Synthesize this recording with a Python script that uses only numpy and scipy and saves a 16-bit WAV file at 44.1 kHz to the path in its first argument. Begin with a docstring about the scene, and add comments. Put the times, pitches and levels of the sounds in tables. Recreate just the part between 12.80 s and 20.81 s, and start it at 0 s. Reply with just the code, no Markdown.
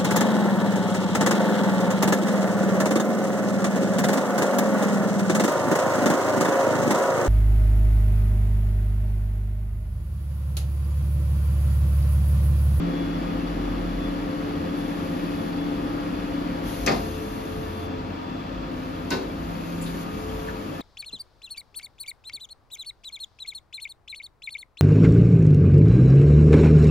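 """A diesel lorry drones under load beyond a garden fence, driving the pump of its loader crane.
The engine pulses and rattles under thin gear whines; the pump's pressure ripple hums and whines,
and oil hisses through the valves with each lever stroke. The engine eases once the steel grab is open,
and the grab knocks twice as it is lifted clear. Fences and house fronts scatter the sound."""
import sys
import numpy as np
from scipy import signal
from scipy.fft import rfft, irfft, next_fast_len
from scipy.io import wavfile
from scipy.ndimage import uniform_filter1d, map_coordinates

SR = 44100
rng = np.random.default_rng(int(sys.argv[2]) if len(sys.argv) > 2 else 0)


def unload_audio(sound):
    """Save the sound as a 16-bit wav file, at the path given as the first command line argument."""
    columns = np.transpose(np.atleast_2d(sound))
    # keep every value between -1 and 1, then stretch to whole-number steps
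    steps = np.round(np.clip(columns, -1, 1) * 32767)
    wavfile.write(sys.argv[1], SR, steps.astype(np.int16))


N = 353241
TIME = np.arange(N) / SR
RING_SAMPLES = 3 * SR // 4
IDLE_PISTON_HZ, PISTONS_PER_PULSE, PISTONS_PER_TURN = 86.19, 2.4, 6


def engine(piston_hz, above_idle_hz, work):
    """The diesel, geared to the pump; work runs from 1 (labouring) to 0 (relieved)."""
    pulse_hz = piston_hz / PISTONS_PER_PULSE   # about 36 Hz, two and a half beats per crank turn
    pulses = np.cumsum(pulse_hz) / SR
    body = drone(pulse_hz, above_idle_hz, work) + roar(above_idle_hz, work)
    beat = chug(piston_hz / PISTONS_PER_TURN, work) + clatter(pulses, work) + diesel_knock(pulses)
    return body + beat + fan(pulse_hz) + gears(pulse_hz, work)


# The engine's tones. Each row: multiple of the pulse rate, level in dB relative to the drone.
ENGINE_ORDERS = [(1, -13), (1.5, -29), (5, -14), (6, -15), (7, -8), (8, 1), (8.5, -11), (10, -15),
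                 (14.5, -14.5), (23, -18), (38.5, -34), (46.5, -27), (52.5, -25.5), (60, -30.5), (81, -29),
                 (126.5, -32.5)]
def drone(pulse_hz, above_idle_hz, work):
    """A low drone and thin, high gear whines, louder under load and when the engine is dragged down."""
    drone_db = -43.5 + 10 * work - 1.6 * above_idle_hz
    return from_db(drone_db) * tones(pulse_hz, ENGINE_ORDERS, waver_db=1.5, wobble_rad=0.21)


# The colour of the roar. Each row: frequency in Hz, relative level in dB.
ROAR_SPECTRUM = [(60, -9), (85, 2.5), (105, 4), (125, -47), (150, 2), (205, 1), (235, 1.5), (280, 7.5),
                 (340, 5), (400, -5.5), (490, -2.5), (550, -1), (700, -8), (1100, -50)]
def roar(above_idle_hz, work):
    """The engine's dull bed of noise, fuller under load."""
    return from_db(-38.5 + 3 * work + 0.1 * above_idle_hz) * coloured(ROAR_SPECTRUM)


# The contour of the crankshaft's overtones. 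Each row: frequency in Hz, relative level in dB.
CHUG_SPECTRUM = [(70, -26), (100, -8), (128, -36), (158, 2.5), (172, -4), (186, -4.5), (208, 3.5),
                 (235, -6.5), (258, -3), (287, -13), (305, 0), (350, 0.5), (385, -14), (430, -17),
                 (490, -12), (610, -9.5), (720, -14), (830, -14.5), (1300, -18), (2200, -25.5), (5000, -80)]
def chug(crank_hz, work):
    """The part of the roar that repeats with every turn of the crankshaft."""
    size = 2 ** 15
    hz = np.arange(size // 2 + 1) * crank_hz.mean()
    phase = rng.uniform(0, 2 * np.pi, len(hz)) + rng.normal(0, 0.42, (2, len(hz)))
    one_turn = irfft(pan(hz) * from_db(at_hz(CHUG_SPECTRUM, hz)[0]) * np.exp(1j * phase))
    turns = np.cumsum(crank_hz) / SR
    return from_db(-47 + 5 * work) * unit_rms(one_turn[:, (turns * size).astype(int) % size])


# The colour of the clatter. Each row: frequency in Hz, relative level in dB.
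CLATTER_SPECTRUM = [(300, -1.5), (600, 4), (1000, 4), (1300, 5.5), (1550, 3), (1800, -2), (2500, -4),
                    (3100, -6), (3900, -10), (4550, -9.5), (5300, -14.5), (6100, -20), (7400, -23),
                    (9500, -37.5), (14000, -27)]
def clatter(pulses, work):
    """Bright noise that flares slightly on each pulse, in a loop of six unequal accents."""
    accent_db = 0.5 * unit_rms(rng.standard_normal(6))[pulses.astype(int) % 6]
    flare = unit_rms(from_db(accent_db) * (1 + 0.024 * np.exp(-(pulses % 1) / 0.21)))
    return from_db(-41.5 + 2 * work + 0.27 * drift(25)) * flare * coloured(CLATTER_SPECTRUM)


# The engine block's ring. Each row: pitch in Hz, relative level in dB, t60 in seconds.
BLOCK_MODES = [(1357, -57, 0.056), (1520, -70, 0.062), (1608, -61.5, 0.068), (1749, -59.5, 0.13),
               (2152, -71, 0.052), (2325, -62.5, 0.19), (2535, -62, 0.14), (2820, -75, .05),
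               (2990, -73, 0.16), (3294, -64, 0.069), (3440, -65, 0.24), (4080, -80, 0.033),
               (4530, -66, 0.068), (5340, -78, 0.023)]
def diesel_knock(pulses, jitter_s=0.0007, top_hz=5130):
    """Each pulse strikes the block's modes with strengths of its own; little radiates above top_hz."""
    hits = np.flatnonzero(np.diff(pulses.astype(int)))
    hits = np.clip(hits + jitter_s * SR * rng.standard_normal(len(hits)), 0, N - 1).astype(int)
    out = 0
    for hz, db, t60 in BLOCK_MODES:
        alike, lead = at_hz(STEREO_IMAGE, hz)
        mid, side = rng.standard_normal((len(hits), 2)).T
        clicks = np.full((2, N), 1e-18)
        clicks[:, hits] = left_right(mid, side, alike * np.cos(lead))
        radius, angle = from_db(-60 / (t60 * SR)), 2 * np.pi * hz / SR
        ring = signal.lfilter([1, 0, -1], [1, -2 * radius * np.cos(angle), radius ** 2], clicks)
        out = out + from_db(db) * pan(hz) * unit_rms(ring)
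    return signal.sosfilt(signal.butter(4, top_hz, fs=SR, output="sos"), out)


def hydraulics(piston_hz, above_idle_hz, work):
    """The pump sings while the valves hiss with the oil they let through."""
    flows = {valve: oil_flow(valve) for valve in VALVE_RESONANCES}
    oil_db = 10 * np.log10(sum(flow ** 2 for flow in flows.values()))
    hiss = sum(flow * valve_hiss(valve) for valve, flow in flows.items())
    return pump(piston_hz, above_idle_hz, work, oil_db) + throb(piston_hz) + hiss


# The pump's four voices. Each row: multiple of the piston rate, level in dB within that voice.
HUM_ORDERS = [(2, 0.5), (4, -16), (5, -14)]
WHINE_ORDERS = [(5, -0.5), (7, -48), (13, -17), (31, -41)]
SHRILL_ORDERS = [(11, -53.5), (32, -73)]
STEADY_ORDERS = [(3, -40.5), (4, -51), (6, -54), (8, -53.5), (10, -73), (11, -52.5), (12, -61.5),
                 (13, -55.5), (16, -62)]
def pump(piston_hz, above_idle_hz, work, oil_db):
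    """Pressure ripple hums under load, whines when oil runs freely and turns shrill at full flow."""
    hum_db = -46.5 + 8.5 * work - 8.5 * above_idle_hz
    oil_swing_db = (1 - work) * (oil_db - oil_db.mean())   # counts once the grab is open
    whine_db = -48.8 + 7 * above_idle_hz + 0.2 * oil_swing_db
    full_flow = np.clip(above_idle_hz / 0.37, 0, 1)
    hum = from_db(hum_db) * tones(piston_hz, HUM_ORDERS, waver_db=-2, wobble_rad=0.29)
    whine = from_db(whine_db) * tones(piston_hz, WHINE_ORDERS, waver_db=2.43, wobble_rad=0.56)
    shrill = full_flow ** 2 * tones(piston_hz, SHRILL_ORDERS, waver_db=1.5, wobble_rad=0.3)
    return hum + whine + shrill + tones(piston_hz, STEADY_ORDERS, waver_db=2, wobble_rad=0.52)


# Surges of oil pressure. Each row: middle in seconds, half length in seconds, level in dB.
PRESSURE_SURGES = [(1.8, 0.085, -38), (4.2, 0.14, -37), (5.05, 0.27, -38.5), (6.3, 0.17, -42.5),
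                   (7.55, 0.12, -39)]
def throb(piston_hz, calm_db=-52):
    """Pressure surges make the pump's fundamental throb through the chassis."""
    gain = np.hypot(from_db(calm_db), swells(PRESSURE_SURGES))
    return gain * tones(piston_hz, [(1, 0)], waver_db=1.7, wobble_rad=0.18)


# The lever moves. Each row: start and end in seconds, valve, opening level in dB, ramp in dB per second.
LEVER_STROKES = [(0, 2, "grab", -56.5, 0.5), (1.92, 2.69, "grab", -51.5, 1), (2.64, 4.3, "grab", -54.5, -1),
                 (3.82, 5.06, "lift", -41.8, -9.5), (5.88, 7.7, "slew", -57.5, 3),
                 (6.58, 7.23, "slew", -57, 17), (7.28, 8.1, "slew", -51.5, -1)]
def oil_flow(valve, open_s=0.065, shut_s=0.025, leak_db=-71):
    """Gain of a valve's hiss: each stroke opens, eases and shuts it; a little oil always leaks by."""
    power = from_db(leak_db) ** 2
    for start, end, worked, db, db_per_s in LEVER_STROKES:
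        if worked == valve:
            opening = np.clip((TIME - start) / open_s, 0, 1) * np.clip(1 - (TIME - end) / shut_s, 0, 1)
            held_s = np.clip(TIME - start, 0, end - start)
            power = power + (opening * from_db(db + db_per_s * held_s)) ** 2
    return np.sqrt(power)


# The colour of the hiss. Each row: frequency in Hz, relative level in dB.
HISS_SPECTRUM = [(2500, 23.5), (4500, 20.5), (6000, 17), (7400, 15), (8400, -4), (10000, 18.5),
                 (13500, 17.5), (14600, 6), (15300, 0)]
# The whistles in each valve's passages. Each row: centre in Hz, width in Hz, boost in dB.
VALVE_RESONANCES = { "grab": [(6700, 80, 5), (9400, 83, 13), (10600, 130, 5), (13500, 150, 2)],
                    "lift": [(4274, 19, 8), (5750, 50, 7), (6350, 40, 3), (6350, 32, 8), (8700, 70, 17),
                    (9400, 120, 14.5), (10796, 130, 0), (12410, 70, 4), (13450, 131, 6)],
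                    "slew": [(6370, 30, 13), (7150, 60, 9), (8598, 50, -2), (9150, 50, 17), (9550, 45, 10),
                    (9700, 45, 1), (10950, 60, -4), (12000, 60, 5), (13200, 90, 3)]}
def valve_hiss(valve):
    """Oil through one valve: broad and bright, coloured by its passages."""
    def shape(hz):
        boost_db = sum(db / (1 + ((hz - f) / width) ** 2) for f, width, db in VALVE_RESONANCES[valve])
        return from_db(at_hz(HISS_SPECTRUM, hz)[0] + boost_db)
    return stereo_noise(shape)


# Blows on the grab. Each row: start in seconds, struck part, relative level in dB,
# contact brightness in Hz, relative ring level in dB, favoured pitch in Hz.
GRAB_BLOWS = [(4.063, "arms", -25, 4560, 3.5, 2520), (4.073, "arms", -19.5, 2500, 6, 2240),
              (4.086, "arms", -22, 140, -6, 120), (4.094, "arms", -28.5, 1500, 9.5, 790),
              (4.114, "arms", -27, 1500, 6.5, 349.6), (4.771, "arms", -36, 120, 16, 147.5),
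              (6.305, "link", -29.5, 6500, 2.5, 4500), (6.31, "link", -29.5, 2000, 8.5, 266),
              (6.316, "link", -29, 3500, 6.5, 423), (6.385, "link", -38, 600, 8, 420),
              (7.058, "link", -43, 5000, -4, 3615), (7.142, "link", -43.5, 700, 10, 394)]
def grab_knocks():
    """The heavy arms and linkage strike their stops; a softer contact gives a duller knock."""
    out = np.zeros((2, N))
    for start, part, db, bright_hz, ring_db, favoured_hz in GRAB_BLOWS:
        blow = grab_wash() + from_db(ring_db - 15.5) * grab_ring(part, favoured_hz)
        contact = signal.butter(1, bright_hz, fs=SR)
        add(out, start, from_db(db - 2) * signal.lfilter(*contact, blow))
    return out


# The steel parts' ring, plus a thin pump tone lingering near 2770 Hz.
# Each row: pitch in Hz, relative level in dB, t60 in seconds.
GRAB_TONES = { "arms": [(120, -8, 0.3), (146.4, 0, 0.35), (222, 0.5, 1.1), (296.3, 6, 0.34),
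              (398.6, 4, 0.41), (515, 1, 0.28), (684, -0.5, 0.49), (778, 1, 0.29), (1231, 1, 0.27),
              (1620, -2, 0.18), (1847, 3, 0.16), (2070, -6.5, 0.25), (2240, -9, 0.14), (2490, -4, 0.16),
              (2680, -9.5, 0.15), (2770, -19.5, 1.3), (3500, -4, 0.22), (4230, -3, 0.19), (4640, 7, 0.18),
              (5300, 2, 0.22), (6150, -2, 0.17)], "link": [(279.8, -1, 0.5), (380.4, 4.5, 0.48),
              (450, -1.5, 0.59), (490, -3, 0.45), (730.5, -4, 0.34), (947, 3, 0.32), (1048.5, 2, 0.36),
              (1499, 6, 0.25), (2140, 0, .24), (2690, 6, 0.24), (3790, -3, 0.17), (3900, -4, 0.49),
              (4340, -4, 0.31), (4880, -3, 0.24), (5290, 3, 0.18), (6380, -11, 0.38), (6760, -5, 0.12),
              (8100, -8, 0.091)]}
def grab_ring(part, favoured_hz, favour_db=12.5, reach_octaves=0.24):
    """The tones that linger after one blow; where the part is struck decides which ring loudest."""
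    t, ring = TIME[:RING_SAMPLES], 0
    for hz, db, t60 in GRAB_TONES[part]:
        nearness = np.exp(-(np.log2(hz / favoured_hz) / reach_octaves) ** 2)
        phase = 2 * np.pi * (hz * t + rng.random()) + rng.normal(0, 0.67, (2, 1))
        ring = ring + pan(hz) * from_db(db + favour_db * nearness - 60 * t / t60) * np.sin(phase)
    return ring * (1 - np.exp(-t / 0.0015))


# The tail of a blow. Each row: frequency in Hz, relative level in dB, t60 in seconds.
GRAB_TAIL = [(100, -1.5, 0.36), (197, 6.5, 0.62), (453, 9, 0.31), (920, 0.5, 0.56), (1380, 1, 0.24),
             (2170, -3.5, 0.3), (3140, -8, 0.27), (4840, -5.5, 0.45), (7000, -17, 0.3), (8900, -46, .25),
             (15000, -12, .15)]
def grab_wash(swell_cycles=4.2):
    """Dense ringing, scattered by the street: it dies band by band, and the lows swell last."""
    t, wash = TIME[:RING_SAMPLES], 0
    edges_hz = 80 * 2 ** np.arange(0, 8, .5)
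    white = [stereo_noise(np.ones_like, RING_SAMPLES) for _ in range(2)]
    for k, (low, high) in enumerate(zip(edges_hz, edges_hz[1:])):
        hz = np.sqrt(low * high)
        db, t60 = at_hz(GRAB_TAIL, hz)
        band = signal.sosfilt(signal.butter(2, [low, high], "band", fs=SR, output="sos"), white[k % 2])
        wash = wash + band * from_db(db - 60 * t / t60) * (1 - np.exp(-t * hz / swell_cycles))
    return wash / wash[:, :SR // 20].std()


# Steel clinks. Each row: start in seconds, level in dB, centre in Hz, sharpness as Q, t60 in seconds.
LINKAGE_CLINKS = [(4.062, -24.5, 5800, 1.8, 0.087), (4.062, -30, 11000, 0.95, 0.03),
                  (4.074, -22.5, 2310, 3.1, 0.078), (6.304, -29.5, 6100, 3, 0.039),
                  (6.304, -38, 11000, 0.95, 0.022), (6.322, -36.5, 4400, 2.7, .2),
                  (6.305, -45, 12500, 1.5, 0.32), (6.568, -51, 4500, 2, .1), (7.012, -42, 7250, 9, 0.17),
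                  (7.02, -44.5, 9630, 4.4, 0.33), (7.02, -46, 12500, 1.5, 0.066),
                  (7.06, -41, 3500, 2.2, 0.22), (7.49, -43, 3197, 11, 0.14),
                  (7.684, -33.5, 1582, 4.9, 0.17)]
def linkage_clinks(attack_s=0.0006):
    """Slack in the linkage snaps taut in short, bright bursts."""
    out, t = np.zeros((2, N)), TIME[:RING_SAMPLES]
    for start, db, hz, sharpness, t60 in LINKAGE_CLINKS:
        steel = signal.iirpeak(hz, sharpness, fs=SR)
        white = stereo_noise(np.ones_like, RING_SAMPLES)
        burst = unit_rms(signal.lfilter(*steel, signal.lfilter(*steel, white)))
        add(out, start, burst * from_db(db - 60 * t / t60) * (1 - np.exp(-t / attack_s)))
    return out


# Panels singing along. Each row: centre in Hz, width in Hz, level in dB.
PANEL_RESONANCES = [(142, 8.6, -49.5), (203.6, 10, -44.5), (317, 9.8, -49), (531, 18, -47.5),
                    (616.4, 18, -54.5), (696, 21, -51), (794, 30, -51.5), (898, 2.5, -59),
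                    (936, 5.4, -58.5), (1213, 34, -55.5), (2686, 12, -60)]
def panels():
    """Narrow resonances of the lorry, shaken at random."""
    def shape(hz):
        return np.sqrt(sum(from_db(db) ** 2 / width / (1 + ((hz - f) / width) ** 2) ** 2
                           for f, width, db in PANEL_RESONANCES))
    return np.linalg.norm(from_db([db for _, _, db in PANEL_RESONANCES])) * stereo_noise(shape)


# The colour of the rumble. Each row: frequency in Hz, relative level in dB.
RUMBLE_SPECTRUM = [(20, -19), (30, 6), (40, 6), (52, 20), (65, 1), (85, 3), (120, -27), (250, -55)]
# Lurches, then shudders. Each row: middle in seconds, half length in seconds, relative level in dB.
CHASSIS_LURCHES = [(1.65, 0.2, -50), (4.05, 0.51, -37.5), (4.9, 0.35, -48), (5.88, 0.22, -43.5),
                   (6.62, 0.15, -41), (7.05, 0.12, -40), (7.56, .17, -40)]
BOOM_SHUDDERS = [(.22, 0.22, -34), (.6, 0.21, -35.5), (1.08, 0.25, -30.5)]
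def rumble(calm_db=-52):
    """The boom shudders as the grab opens, and the chassis rumbles up as the boom's weight shifts."""
    shudder_hz = 47 - 3.16 * TIME   # slows as the arms spread
    shudder = swells(BOOM_SHUDDERS) * tones(shudder_hz, [(1, -1.3)], waver_db=1.5, wobble_rad=0.2)
    return shudder + np.hypot(from_db(calm_db), swells(CHASSIS_LURCHES)) * coloured(RUMBLE_SPECTRUM)


# The fan's tones. Each row: multiple of the blade rate, level in dB.
FAN_ORDERS = [(1, -49), (2, -48), (3, -48.5), (5, -56.5)]
def fan(pulse_hz, blades_per_pulse=1.462):
    """The cooling fan's passing blades hum in step with the engine."""
    return tones(pulse_hz * blades_per_pulse, FAN_ORDERS, waver_db=1.5, wobble_rad=0.18)


# The timing gears' tone. Each row: multiple of the pulse rate, level in dB.
GEAR_ORDERS = [(34.5, -52)]
# The fader ride on their high whistle. Each row: time in seconds, level in dB.
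WHISTLE_LEVELS = [(0, -57), (.7, -60.5), (1.2, -56.5), (1.6, -62), (2.2, -57), (2.55, -61), (2.82, -56),
                  (3.3, -61), (3.9, -60.5), (4.8, -61), (5.7, -59.5), (6.2, -70), (8, -81)]
def gears(pulse_hz, work, whistle_order=95, backlash_rad=0.78, backlash_db=2.4):
    """Meshing teeth sing; backlash chops their whistle while the engine labours."""
    timing = tones(pulse_hz, GEAR_ORDERS, waver_db=3, wobble_rad=0.58)
    flutter_rad = uniform_filter1d(backlash_rad * work * drift(76), size=41)
    whistle_hz = pulse_hz * whistle_order + np.gradient(flutter_rad) * SR / (2 * np.pi)
    whistle_db = in_time(WHISTLE_LEVELS) + backlash_db * work * drift(22.05)
    return timing + from_db(whistle_db) * tones(whistle_hz, [(1, 0)], waver_db=2.5, wobble_rad=0.78)


# Stereo image at the microphone pair: left-right likeness and a slight delay between channels.
# Each row: frequency in Hz, likeness from 0 to 1, left's lead in radians.
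STEREO_IMAGE = [(60, .99, 0), (200, .88, .3), (300, .78, -.3), (450, .4, -.3), (650, .4, -3),
                (1550, .45, -3.2), (1750, .8, -5.9), (2500, .7, -5.6), (3200, .42, -5.2), (4800, .2, -5.8),
                (6500, .45, -7.5), (8300, .99, -9.4), (11700, .88, -12.6), (15000, .75, -15.7)]
def stereo_noise(shape, count=N):
    """Noise of unit rms, coloured by shape(Hz), its channels partly alike and slightly apart in time."""
    size = next_fast_len(count, True)
    hz = np.arange(size // 2 + 1) * SR / size
    mid, side = rfft(rng.standard_normal((2, size)))
    alike, lead = at_hz(STEREO_IMAGE, hz)
    spectrum = left_right(mid, side, alike) * np.exp(1j * lead * [[.5], [-.5]])
    return unit_rms(irfft(spectrum * pan(hz) * shape(hz), size)[:, :count])


def tones(rate_hz, orders, waver_db, wobble_rad):
    """Overtones of a turning part; each wavers in level and phase and has its own stereo offset."""
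    angle, out = 2 * np.pi * np.cumsum(rate_hz) / SR, 0
    for multiple, db in orders:
        hz = multiple * rate_hz.mean()
        alike, lead = at_hz(STEREO_IMAGE, hz)
        apart = np.arccos(alike * np.cos(lead)) * np.sign(np.sin(lead))
        phase = multiple * angle + rng.uniform(0, 2 * np.pi) + wobble_rad * drift(12)
        gain = from_db(db + waver_db * drift(7)) * pan(hz)
        out = out + gain * np.sin(phase + apart * np.array([[-.5], [.5]]))
    return np.sqrt(2) * out


# The balance. Each row: frequency in Hz, left minus right in dB.
BALANCE = [(60, 0.5), (130, -1.5), (260, 2.5), (480, 3), (950, 2), (1500, 1.5), (2200, 0.5), (3800, 6.5),
           (5500, 5), (7500, 9), (15000, -3.5)]
def pan(hz):
    """Left and right gain: the lorry stands a little to the left."""
    return from_db(np.array([[.5], [-.5]]) * at_hz(BALANCE, hz)[0])


def left_right(mid, side, alike):
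    """Two channels whose correlation is alike."""
    return np.sqrt(1 + alike) * mid + np.sqrt(1 - alike) * side * [[1], [-1]]


def coloured(spectrum):
    """Stereo noise with a given spectrum."""
    return stereo_noise(lambda hz: from_db(at_hz(spectrum, hz)[0]))


def swells(rows):
    """Gain of bell-shaped swells, added in power."""
    return np.sqrt(sum(from_db(db) ** 2 * np.exp(-((TIME - s) / half_s) ** 2) for s, half_s, db in rows))


def drift(rate):
    """A smooth random wander of unit rms, changing about rate times a second."""
    knots = rng.standard_normal(2000)
    return unit_rms(map_coordinates(knots, [TIME[::20] * rate], order=3, mode="wrap")).repeat(20)[:N]


def at_hz(points, hz):
    """Each column of a spectrum at the given frequencies."""
    f, *columns = np.transpose(points)
    return [np.interp(np.log(hz + 1e-9), np.log(f), c) for c in columns]


def in_time(rows):
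    """A curve's value at every sample."""
    return np.interp(TIME, *np.transpose(rows))


def add(out, start_s, sound):
    """Mix a sound in from start_s."""
    start = round(start_s * SR)
    out[:, start:start + sound.shape[1]] += sound[:, :N - start]


def from_db(db):
    """Decibels to gain."""
    return 10 ** (np.asarray(db) / 20)


def unit_rms(x):
    """Scale to unit rms."""
    return x / np.sqrt(np.mean(x ** 2) + 1e-20)


# The pump's speed, sagging as the crane takes up load. Each row: time in seconds, piston rate in Hz.
PUMP_SPEED = [(0, 85.4), (1, 86.4), (1.9, 86.47), (2.55, 86.04), (3.1, 86.42), (3.9, 86.27), (4.3, 87.04),
              (5.0, 87.36), (5.3, 86.73), (5.8, 86.24), (6.45, 86.2), (6.7, 84.88), (7.1, 84.77),
              (7.5, 87.38), (7.83, 87.37), (7.96, 86.2)]
def scene():
    """Engine, fan and pump sag together; the engine works harder until the grab is fully open."""
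    piston_hz = in_time(PUMP_SPEED)
    above_idle_hz = piston_hz - IDLE_PISTON_HZ
    grab_open_s, unload_s = 4.13, 0.28
    work = np.clip((grab_open_s - TIME) / unload_s, 0, 1)
    lorry = engine(piston_hz, above_idle_hz, work) + panels() + rumble()
    return lorry + hydraulics(piston_hz, above_idle_hz, work) + grab_knocks() + linkage_clinks()


def record(dry):
    """The deepest bass is rolled off and the top is cut steeply."""
    low_cut_hz, high_cut_hz = 21, 15400
    dry = signal.sosfilt(signal.butter(4, low_cut_hz, "high", fs=SR, output="sos"), dry)
    return signal.sosfilt(signal.ellip(10, .1, 80, high_cut_hz, fs=SR, output="sos"), dry)


dry = scene()
out = record(dry)
unload_audio(out)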